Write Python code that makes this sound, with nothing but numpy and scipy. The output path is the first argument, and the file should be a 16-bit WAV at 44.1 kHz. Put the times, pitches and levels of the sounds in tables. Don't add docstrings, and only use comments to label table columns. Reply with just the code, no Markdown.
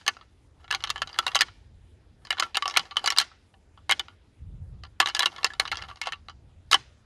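import sys
import numpy as np
from scipy import signal
from scipy.io import wavfile
from scipy.ndimage import uniform_filter1d

SR = 44100
rng = np.random.default_rng(int(sys.argv[2]) if len(sys.argv) > 2 else 0)


def level_to_linear(level):
    exponent = np.asarray(level, float) / 20
    return 10 ** exponent


def inscribe(sig):
    pcm = np.round(np.clip(np.atleast_2d(sig).T, -1, 1) * 32767)
    wavfile.write(sys.argv[1], SR, pcm.astype(np.int16))


N = 310905


def rms_one(x):
    return x / np.sqrt(np.mean(x ** 2) + 1e-20)


def in_time(rows):
    return np.interp(np.arange(N) / SR, *np.transpose(rows))


def band(x, low_hz, high_hz):
    edges_hz = [low_hz, min(high_hz, .45 * SR)]
    return signal.sosfilt(signal.butter(2, edges_hz, "band", fs=SR, output="sos"), x)


def drift(rate_hz):
    r = np.exp(-80 * np.pi * rate_hz / SR)
    noise = rng.standard_normal(N // 40 + 2002)
    slow = signal.lfilter([1], [1, -2 * r, r * r], noise)[2000:]
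    return np.interp(np.arange(N) / 40, np.arange(len(slow)), rms_one(slow))


def coloured(spectrum, patchy_db, rate_hz):
    hz, db = np.transpose(spectrum)
    white = rng.standard_normal((2, N))
    octaves = np.log2(min(hz[-1], SR / 3) / hz[0])
    out = 0
    for k, low_hz in enumerate(hz[0] * 2 ** np.arange(0, octaves, .5)):
        level_db = np.interp(np.log(low_hz) + np.log(2) / 4, np.log(hz), db)
        gain = level_to_linear(level_db + patchy_db * drift(rate_hz))
        out = out + gain * band(white[k % 2], low_hz, low_hz * np.sqrt(2))
    return rms_one(out)


# (time [s], level [dB])
GUSTS = [(0.0, -63), (1.06, -51.5), (1.1, -60), (1.75, -51.5), (2.37, -60.5), (3.57, -61.5), (3.83, -55),
         (4.38, -60.5), (4.42, -41.5), (4.6, -40.5), (4.81, -44), (4.92, -54), (5.3, -63), (5.87, -47),
         (5.99, -63.5), (6.22, -53), (6.81, -53), (7.05, -61.5)]
# (frequency [Hz], density [dB per Hz])
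RUMBLE_SPECTRUM = [(8.8, -46.5), (15, -21.5), (50, 1.5), (75, 4), (107, -1.5), (231, -32.5), (336, -38.5),
                   (420, -44.5), (550, -72.5), (920, -120)]


def breeze():
    rumble = coloured(RUMBLE_SPECTRUM, patchy_db=1.5, rate_hz=16)
    rumble = rumble / np.sqrt(uniform_filter1d(rumble ** 2, size=6000))
    return level_to_linear(in_time(GUSTS)) * rumble


# (frequency [Hz], density [dB per Hz])
HISS_SPECTRUM = [(120, -25.5), (200, -13), (340, -16), (700, -23), (1500, -29), (4000, -34.5),
                 (8000, -41.5), (11000, -44.5), (14500, -70.5)]


def woodland_hiss():
    return level_to_linear(-66) * coloured(HISS_SPECTRUM, patchy_db=-2.4, rate_hz=6.6)


def earlier_echo():
    start_db, t60_s = -58.5, 0.27
    fade = level_to_linear(start_db - 60 * np.arange(N) / SR / t60_s)
    return fade * rms_one(band(rng.standard_normal(N), 699, 5200))


# (time [s], level [dB], beam share [dB], tip share [dB], struck tine
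# [Hz])
HARD_BLOWS = [(0.0646, -25.5, -3.5, -9.5, 1650), (0.0788, -12, -8, -9, 4150),
              (0.086, -22.5, -4.5, -18, 1677), (0.706, -27.5, 2.5, -22, 2710),
              (0.7107, -19.5, -15.5, -8, 1710), (0.725, -22, -0.5, -11, 3950),
              (0.739, -27, 3.5, -24.5, 3850), (0.7477, -18.5, -6, -10.5, 2360),
              (0.8388, -22, -6.5, -6.5, 2930), (0.8421, -23.5, -3.5, -34, 3080),
              (0.894, -31.5, 2, -8.5, 3160), (0.902, -17, -11.5, -5.5, 3600), (0.9589, -29, 3, -13, 3070),
              (1.019, -18, -4.5, -13, 2730), (1.188, -10.5, -1, -10, 3405), (1.266, -17, -1, -11.5, 3780),
              (1.279, -19, -8, -11.5, 2780), (1.348, -12.5, -20.5, -13, 3910), (1.3548, -19.5, 6, 1, 3310),
              (1.3626, -13.5, -21, -14.5, 2795), (1.39, -26, -8, -11.5, 4830),
              (1.4085, -11, -21.5, -4.5, 5200), (1.4171, -15.5, -6, -6.5, 1857),
              (2.3056, -12.5, -13, -16, 2876), (2.398, -17.5, -2, -4.5, 1219),
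                (2.424, -25.5, 2, -13, 1357), (2.433, -26, -5.5, -9.5, 1880),
                (2.5462, -25, -6.5, -18, 2461), (2.5698, -14.5, -0.5, -5, 1140),
                (2.6234, -21.5, -12.5, -13.5, 1140), (2.6563, -22.5, -5, -14, 1140),
                (2.6785, -30, 7.5, 3, 5210), (2.7634, -18, -4, -27.5, 3296), (2.7715, -9.5, -7.5, -5, 3695),
                (2.9686, -14.5, -3, -12.5, 3103), (3.0418, -26, 7.5, -6.5, 1200),
                (3.0601, -21.5, -9, -2.5, 4644), (3.0748, -14, -3, -6.5, 2885),
                (3.103, -19.5, -13.5, -2.5, 5690), (3.185, -11, -12.5, -0.5, 4245),
                (3.1995, -16.5, -8.5, -4.5, 3223), (3.213, -17, -14, -11, 3523),
                (3.8944, -21, 3.5, -7.5, 3130), (3.901, -17, -14.5, -60.5, 2830),
                (3.9112, -14, 3.5, -5, 3764), (3.921, -11, -13, -12, 3214),
                (3.995, -18.5, -4.5, -10.5, 3010),
              (5.0015, -8.5, -1.5, -8, 2660), (5.016, -26.5, 2.5, -7, 1210),
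               (5.0593, -20, -2, -11.5, 3790), (5.0723, -22, -5, -11, 1980), (5.0865, -25.5, 2, -4, 3020),
               (5.1488, -21, -5.5, -3, 4780), (5.166, -23.5, -23, -7, 2790), (5.1931, -19, 3.5, 3, 3310),
               (5.2049, -16, -7, -19, 3920), (5.2229, -17.5, -19, -13, 1140), (5.2305, -15, 7, -16, 3270),
               (5.2585, -12, -2, -11.5, 2950), (5.4449, -14, -3.5, -5, 5340),
               (5.598, -12.5, -2.5, -6.5, 4070), (5.716, -21, -4.5, -13, 2780),
               (5.721, -23.5, -14, -13, 2230), (6.0152, -25.5, -9.5, -4, 2180),
               (6.0709, -27, 6.5, -10, 1108), (6.1222, -27.5, -3, -7.5, 3050),
               (6.133, -28.5, -4, -40.5, 2787), (6.714, -16, -2, -3.5, 3825),
               (6.7224, -19, -0.5, -3.5, 3240), (6.73, -10.5, -4, -8, 3540),
               (6.7428, -7.5, 1.5, -11.5, 3017)]
# (time [s], level [dB],
# struck tine [Hz])
LIGHT_TOUCHES = [(0.0118, -50, 4440), (0.1675, -44.5, 1390), (0.211, -47.5, 1256), (0.643, -45.5, 1398),
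                 (0.679, -46, 2274), (0.805, -39.5, 2965), (0.824, -41, 4280), (0.864, -43.5, 2840),
                 (0.873, -34, 3810), (0.979, -32.5, 3107), (1.0735, -32.5, 4000), (1.0919, -40.5, 3145),
                 (1.1297, -46, 4810), (1.1428, -36.5, 2030), (1.161, -38, 1686), (1.18, -41, 2214),
                 (1.212, -48.5, 1330), (1.317, -36, 3307), (1.3992, -33.5, 1308), (1.484, -43, 1410),
                 (2.2503, -36.5, 4340), (2.27, -39.5, 4750), (2.327, -26.5, 1710), (2.37, -40.5, 1460),
                (2.3779, -35.5, 1770), (2.3835, -31.5, 1000), (2.5517, -34, 2600), (2.5545, -22.5, 2780),
                (2.6622, -39.5, 1220), (2.698, -31, 5200), (2.7093, -34.5, 5730), (2.7402, -32, 2130),
                (2.7537, -30.5, 1740), (2.7943, -23, 3260), (2.8535, -42.5, 3960), (2.9099, -36.5, 1184),
                (2.9585, -40, 1140), (2.9835, -51, 1350), (3.023, -49.5, 2780), (3.0493, -36.5, 3600),
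                (3.1219, -22, 4350), (3.1632, -24.5, 2780), (3.174, -25.5, 4750), (3.219, -30, 3840),
                (3.3151, -48, 1286), (3.5395, -52, 757), (3.7751, -50.5, 1290), (4.0829, -40.5, 1420),
                 (4.836, -40.5, 4500), (4.8513, -43, 1387), (5.0254, -23.5, 1150), (5.098, -30.5, 2920),
               (5.1108, -44.5, 3010), (5.1714, -33, 2990), (5.269, -23, 2770), (5.341, -58.5, 1000),
               (5.3622, -33, 2140), (5.3821, -35, 1100), (5.411, -51.5, 990), (5.431, -30.5, 2710),
               (5.464, -29.5, 4624), (5.5033, -36.5, 1720), (5.5355, -34.5, 3730),
                 (5.653, -30, 1190), (5.6739, -41.5, 2920), (5.677, -28, 2460), (5.7275, -30.5, 1360),
              (5.7444, -37, 2780), (5.771, -31, 5460), (5.788, -37.5, 2000), (5.8167, -41.5, 1410),
              (5.8221, -32.5, 2720), (5.8366, -37.5, 1265), (5.844, -42.5, 1303), (5.89, -42.5, 1186),
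              (5.9002, -41, 1390), (5.9582, -42, 3740), (5.9707, -45.5, 2780), (6.0371, -34, 2800),
              (6.054, -42, 2530), (6.0586, -32.5, 2780), (6.0872, -32.5, 1200), (6.2848, -35.5, 1223),
              (6.2963, -40, 3010), (6.493, -62, 2820), (6.7537, -23.5, 1824),
                 (0.2266, -56, 1520), (0.986, -54.5, 1140), (1.2262, -41, 1300), (2.9207, -44, 1236),
                 (2.989, -46, 3080), (5.3184, -43, 894), (5.5155, -62, 770), (5.552, -48, 1070),
                 (5.8855, -41.5, 1370), (5.912, -44, 1148), (5.9203, -62, 1190), (6.1564, -48.5, 1190),
                 (1.0969, -43.5, 2803), (1.1462, -42.5, 2004), (2.346, -43, 1730), (2.395, -37.5, 2180),
                 (2.9934, -33, 3010), (5.7553, -31.5, 2780), (5.7931, -43.5, 2150), (6.0296, -35.5, 2780),
                 (6.0648, -37.5, 2150), (5.807, -46.5, 1353), (3.209, -23.5, 3800), (6.727, -18.5, 2780),
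                 (5.0132, -22, 3800)]


def contacts():
    light = LIGHT_TOUCHES
    s, level_db, tine_hz = np.transpose(light)
    beam_db = -1 - 0.195 * (level_db + 35)
    tip_db = -13 + 5.5 * np.log2(tine_hz / 2000) - 0.28 * (level_db + 35)
    blows = np.transpose(HARD_BLOWS)
    return np.hstack([blows, [s, level_db, beam_db, tip_db, tine_hz]])


def favoured(hz, struck_hz):
    return np.exp(-(np.log(hz / struck_hz) / 0.054) ** 2)


# (frequency [Hz], level [dB], t60 [s])
BONE_MODES = [(346.5, -17.5, 0.12), (483, -14, 0.032), (667, -19, 0.035), (788.8, -6, 0.044),
              (963, -5, 0.034), (1140, -3, 0.045), (1335.5, -2.5, 0.036), (1460, -12.5, 0.073),
              (1739, -1.5, 0.031), (1985, -6.5, 0.031), (2160, -6, 0.045), (2446, -10, 0.025),
              (2780, -2, 0.028), (3010, -1.5, 0.034), (3310, 0, 0.016), (3830, -1, 0.017), (4194, 2, 0.016),
              (4721, 2.5, 0.018), (5250, -3.5, 0.013), (5435, 3, 0.012), (6170, -2.5, 0.015),
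              (6450, -4.5, 0.015), (7080, -8.5, 0.022), (8400, -21.5, 0.0094), (9100, -23, 0.0057),
              (9400, -21, 0.005)]


def struck_modes(beam_db, tip_db, tine_hz, other):
    hz, mode_db, t60_s = np.transpose(BONE_MODES + BONE_MODES)
    first = np.arange(len(hz)) < len(BONE_MODES)
    low = np.clip(np.log(2000 / hz) / .5, 0, 1)
    high = np.clip(np.log(hz / 3800) / .4, 0, 1)
    middle = (hz > 1500) & (hz < 4500)
    chance = rng.standard_normal((4, len(hz), 1))
    strength, tuning, damping, phase = np.clip(chance, -1.7, 1.7)
    parts = [(tine_hz, 10.5, first)]
    if other is not None:
        parts += [(*other[1:3], ~first), (*other[3:5], ~first)]
    struck_db, owned, tuned_hz = 0, 0, hz * (1 + 0.014 * tuning[:, 0])
    for part_hz, part_db, antler in parts:
        owns = antler * favoured(hz, part_hz)
        struck_db = struck_db + 1.177 * part_db * owns
        owned = owned + owns * np.clip(part_db / 9, 0, 1)
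        tuned_hz = tuned_hz * (part_hz / tuned_hz) ** owns
    owned = np.minimum(owned, 1)
    share = level_to_linear(mode_db - 4.0 * strength[:, 0] * owned + struck_db)
    share = share / np.sqrt(np.sum(share[middle] ** 2))
    share = share * level_to_linear(low * (1 - 0.51 * owned) * (beam_db + 3.0) + high * (tip_db + 3.0))
    pitch = np.float32(2 * np.pi * tuned_hz[:, None])
    linger = 1 + .9 * (low + 0.14) * owned
    decay = np.float32(np.log(1000) / ((t60_s * linger)[:, None] * np.exp(.25 * damping)))
    return share, pitch, decay, np.float32(4 * phase), low


def skidding(level_db):
    when, size = rng.random((2, 8))
    drag_s = .02 * level_to_linear(-.2 * (level_db + 10.5))
    skid = np.zeros(SR // 20)
    at = np.minimum((when * drag_s * SR).astype(int), len(skid) - 1)
    skid[at] = level_to_linear(-1.5 - 6.4 * size - 31.6 * when) * np.sign(size - when)
    skid[0] = 1
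    return skid


def contact_crack(t, grit, rise, tip_db):
    fade = np.exp(-np.log(1000) * t / 0.017) + level_to_linear(-3.5) * np.exp(-t / 0.00077)
    return level_to_linear(tip_db + 1.0) * grit * rise * fade


def bone_ring(t, grit, rise, level_db, modes, skid):
    share, pitch, decay, phase, low = modes
    hits = np.flatnonzero(skid)
    summed = np.abs(np.exp(-1j * pitch * hits / SR) @ skid[hits])
    share = share * np.sqrt(np.sum(skid ** 2)) / np.maximum(summed, .45)
    sines = np.exp(-decay * t) * np.sin(pitch * t + phase)
    beams, tines = [share * low, share * (1 - low)] @ sines
    choke_s = 0.035 * level_to_linear(-1.27 * (level_db + 9.5))
    choke = np.exp(-(t / choke_s) ** 2)
    flutter = np.minimum(t / .02, .5) * rms_one(uniform_filter1d(grit[::-1], size=100))
    return rise * choke * (beams + tines * (1 + flutter))


# (time [s], beam mode [Hz], beam gain [dB], tine [Hz], tine gain
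# [dB])
OTHER_ANTLER = [(0.065, 1672, 7, 3100, 10.5), (0.079, 1196, 10.5, 3070, -1.5), (0.086, 1200, 1, 3770, 2),
                (0.706, 1704, 2.5, 3120, -1.5), (0.711, 1580, 2, 2730, 9), (0.726, 1460, 8.5, 3010, 4.5),
                (0.738, 1460, 1.5, 3020, 6.5), (0.748, 890, -6, 2900, -0.5), (0.839, 1260, 3.5, 3240, 7),
                (0.844, 1073, -0.5, 2060, 2.5), (0.894, 1732, 7, 3830, 3.5), (0.901, 1165, 7, 2720, 6),
                (0.96, 1719, 7, 2745, 4), (1.019, 1383, 10, 2330, 8), (1.188, 1345, 6, 2970, 3),
                (1.265, 1460, 5.5, 2900, 0.5), (1.279, 1140, 4.5, 3700, 4.5), (1.348, 1633, -4.5, 2870, 4),
                (1.353, 1000, -3, 3700, 4), (1.363, 1760, 4.5, 3100, 5), (1.39, 1150, 1, 2950, -1),
                (1.408, 1791, 14.5, 2145, 10), (1.416, 1365, 2.5, 2270, 9),
                (2.307, 1686, -2.5, 2113, 4), (2.398, 1733, 3, 4118, 6.5), (2.424, 806, -3.5, 3210, 2.5),
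                (2.432, 1720, 0, 2246, 5.5), (2.547, 1197, 1, 2750, 1.5), (2.57, 1397, -5, 3760, 11),
                (2.623, 1725, 4, 3010, 10), (2.656, 779, 11.5, 2780, 7), (2.679, 1140, 3, 3746, 2.5),
                (2.763, 1135, 9, 2198, 9.5), (2.772, 1368, 6, 4338, 13), (2.969, 1190, 8.5, 2060, 4),
                (3.042, 1090, 3.5, 3990, 10), (3.06, 1140, 7, 3698, 6.5), (3.075, 1620, 3.5, 2840, 6),
                (3.103, 1140, 7, 3060, 2), (3.185, 1300, -4.5, 3124, 2.5), (3.2, 1344, 0, 4565, 2),
                (3.213, 1415, 7, 3066, 8.5), (3.894, 1092, 0.5, 2000, -7), (3.901, 1100, -2, 2128, 13.5),
                (3.911, 1290, -12.5, 3010, 10.5), (3.921, 1665, 5.5, 3840, 5),
                (3.995, 1834, 15.5, 3770, -1.5),
                (5.002, 1704, 6.5, 2144, 8), (5.015, 1280, -2, 2128, 15), (5.059, 1400, 4, 2770, 3),
               (5.072, 1800, 6, 2980, -1), (5.086, 1813, 11, 2770, 13), (5.149, 1694, 9, 3600, 14),
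               (5.165, 1723, 11, 3094, 12), (5.193, 1680, 12, 3900, 13), (5.205, 1000, 17, 3420, 6),
               (5.223, 970, -2, 2160, 7), (5.232, 1764, 10, 3230, 20.5), (5.258, 1380, 0, 3892, 12.5),
               (5.444, 1331, 2, 2710, 12), (5.598, 1700, 9, 2270, 26), (5.716, 801, 7, 2160, 8.5),
               (5.72, 1686, 24, 2680, 23), (6.015, 968, 5.5, 2247, 11), (6.071, 838, 13, 2665, 9.5),
               (6.122, 1840, 30, 2200, 0), (6.133, 1147, 7, 2090, -1), (6.714, 1098, 5.5, 4660, 5.5),
               (6.724, 1129, 7, 2915, 7), (6.73, 1590, 1.0, 2780, -3), (6.742, 1685, 6.5, 3210, 4.5)]


def clashes():
    others = OTHER_ANTLER
    t = np.arange(SR // 14, dtype=np.float32) / SR
    rings, cracks = np.zeros(N + SR), np.zeros(N + SR)
    for k, (s, level_db, beam_db, tip_db, tine_hz) in enumerate(contacts().T):
        at = int(np.round(s * SR))
        other = others[k] if k < len(others) else None
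        modes = struck_modes(beam_db, tip_db, tine_hz, other)
        rise = 1 - np.exp(-t / (0.000064 * level_to_linear(-.35 * (level_db + 4.5))))
        grit = rng.standard_normal(len(t))
        skid = skidding(level_db)
        crack = contact_crack(t, grit, rise, tip_db)
        ringing = bone_ring(t, grit, rise, level_db, modes, skid)
        cutoff_hz = min(11000 * level_to_linear(0.31 * (level_db + 26.5)), SR / 2.25)
        soft = signal.butter(2, cutoff_hz, fs=SR, output="sos")
        ringing, crack = signal.sosfilt(soft, [ringing, crack])
        for layer, sound, later_db in ((rings, ringing, 0), (cracks, crack, -8.5)):
            sound = signal.fftconvolve(sound, np.r_[1, level_to_linear(later_db) * skid[1:]])
            layer[at:at + len(sound)] += level_to_linear(level_db + 2.0) * sound
    return band(band(rings[:N], 480, 14000), 250, 18000), band(cracks[:N], 840, 8300)


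def ring(clicks, hz, t60_s):
    r, w = level_to_linear(-60 / (max(t60_s, .003) * SR)), 2 * np.pi * hz / SR
    return signal.lfilter([0, np.sin(w)], [1, -2 * r * np.cos(w), r * r], clicks + 1e-18)


# (time [s], level [dB])
RUB_STROKES = [
    [(0.05, -62.5), (0.2, -67), (0.3, -81)],
    [(0.6, -57), (0.684, -69.5), (0.822, -47.5), (0.898, -53.5), (1.02, -53)],
    [(1.06, -55.5), (1.234, -45), (1.3, -37), (1.338, -43.5), (1.456, -61), (1.52, -71)],
    [(2.22, -63), (2.314, -64), (2.456, -47.5), (2.52, -62)],
    [(2.56, -57), (2.694, -47.5), (2.792, -45.5), (2.93, -58.5)],
    [(2.97, -46), (3.082, -44), (3.154, -55.5), (3.294, -69.5), (3.35, -71)],
    [(3.88, -71.5), (4.022, -58.5), (4.14, -65)],
    [(5.0, -70), (5.05, -72.5), (5.17, -46), (5.27, -35)],
    [(5.29, -45.5), (5.43, -46)],
    [(5.46, -50), (5.59, -59.5)],
    [(5.62, -38), (5.7, -59.5)],
    [(5.73, -57.5), (5.87, -45.5)],
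    [(5.882, -43), (5.98, -71)],
    [(6.0, -69.5), (6.104, -60), (6.2, -71.5)],
]


def rubbing():
    ticks_per_s, uneven_db, dull_db_per_octave, damped = 1300, 2.5, 6.5, 0.66
    level = 0
    for rows in RUB_STROKES:
        before, after = (rows[0][0] - .015, -120), (rows[-1][0] + .025, -120)
        level = level + level_to_linear(in_time([before] + list(rows) + [after]))
    sizes = level_to_linear(uneven_db * np.minimum(rng.exponential(1, N), 3)) * rng.choice([-1, 1], N)
    ticks = sizes * (rng.random(N) < ticks_per_s * level_to_linear(5 * drift(30)) / SR)
    dealt = rng.integers(0, 4, N)
    rings = 0
    for k, (hz, db, t60_s) in enumerate(BONE_MODES):
        gain = level_to_linear(db - dull_db_per_octave * np.log2(hz / 1000))
        rings = rings + gain * ring(ticks * (dealt == k % 4), hz, damped * t60_s)
    scrape = rms_one(band(rings, 600, 9000)) + level_to_linear(-18.0) * rms_one(band(ticks, 3000, 18000))
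    return level * level_to_linear(-4.5) * scrape


# (frequency [Hz], level [dB], t60 [s])
WOOD_BANDS = [(513, -14.5, 0.2), (1000, -30.5, 0.42), (2060, -24.5, 0.53), (4073, -24.5, 0.5),
              (7497, -23.5, 0.21), (12000, -26.5, 0.15)]


def wood(x):
    first_s, rise_s, trunk_s, trunk_db = 0.011, 0.0023, 0.06, 6
    t = np.arange(SR) / SR
    swell = 1 - np.exp(-np.maximum(t - first_s, 0) / rise_s)
    swell = swell * level_to_linear(trunk_db * np.exp(-((t - trunk_s) / 0.01) ** 2))
    tail = 0
    for hz, level_db, t60_s in WOOD_BANDS:
        grains = rms_one(band(rng.standard_normal(SR), hz / np.sqrt(2), hz * np.sqrt(2)))
        tail = tail + level_to_linear(level_db - 37.5 - 60 * t / t60_s) * grains * swell
    return signal.fftconvolve(x, tail)[:N]


def clash_echo(rings, cracks):
    blurred = band(rings * rng.standard_normal(N), 490, 6500)
    echo = wood(level_to_linear(-9.5) * level_to_linear(3.0) * blurred + level_to_linear(-1.0) * cracks)
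    shift_hz = 300 + 90 * drift(50)
    return np.sqrt(2) * echo * np.cos(2 * np.pi * np.cumsum(shift_hz) / SR)


def side_patches(mid):
    side = 0
    for low_hz in 400 * 2 ** np.arange(0, 5.2, .4):
        patch = np.clip(4 * (drift(23) - 1.0), 0, 1) * np.sign(drift(3))
        part = band(band(mid, low_hz, low_hz * 2 ** 0.49), low_hz, low_hz * 2 ** .4)
        side = side + level_to_linear(-18.5 + 4.0 * np.log2(low_hz / 2000)) * patch * part
    return side


def scene():
    rings, cracks = clashes()
    rings = rings + rubbing()
    air = breeze() + woodland_hiss()
    echo = clash_echo(rings, cracks) + earlier_echo()
    mid = rings + cracks + echo + air
    side = side_patches(mid) + level_to_linear(-48) * drift(40) * band(mid, 20, 400)
    return np.array([mid + side, mid - side])


def band_limit(x):
    return signal.sosfilt(signal.butter(12, 15570, fs=SR, output="sos"), x)


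def record(dry):
    rounded = 1.2 * np.tanh(dry / 1.2)
    x = signal.sosfilt(signal.butter(7, 13100, fs=SR, output="sos"), rounded)
    smear = rng.standard_normal((1, 200)) * np.linspace(1, 0, 200) ** 2
    x = x + level_to_linear(-37) * signal.fftconvolve(x, smear[:, ::-1])[:, 199:]
    body = signal.sosfiltfilt(signal.ellip(8, .2, 40, 11700, fs=SR, output="sos"), x)
    top = x - body
    top_power = uniform_filter1d(np.mean(top ** 2, axis=0), size=300)
    gate = top_power / (top_power + level_to_linear(-67.0) ** 2)
    return band_limit(body + gate ** 2 * top)


dry = scene()
out = record(dry)
inscribe(out)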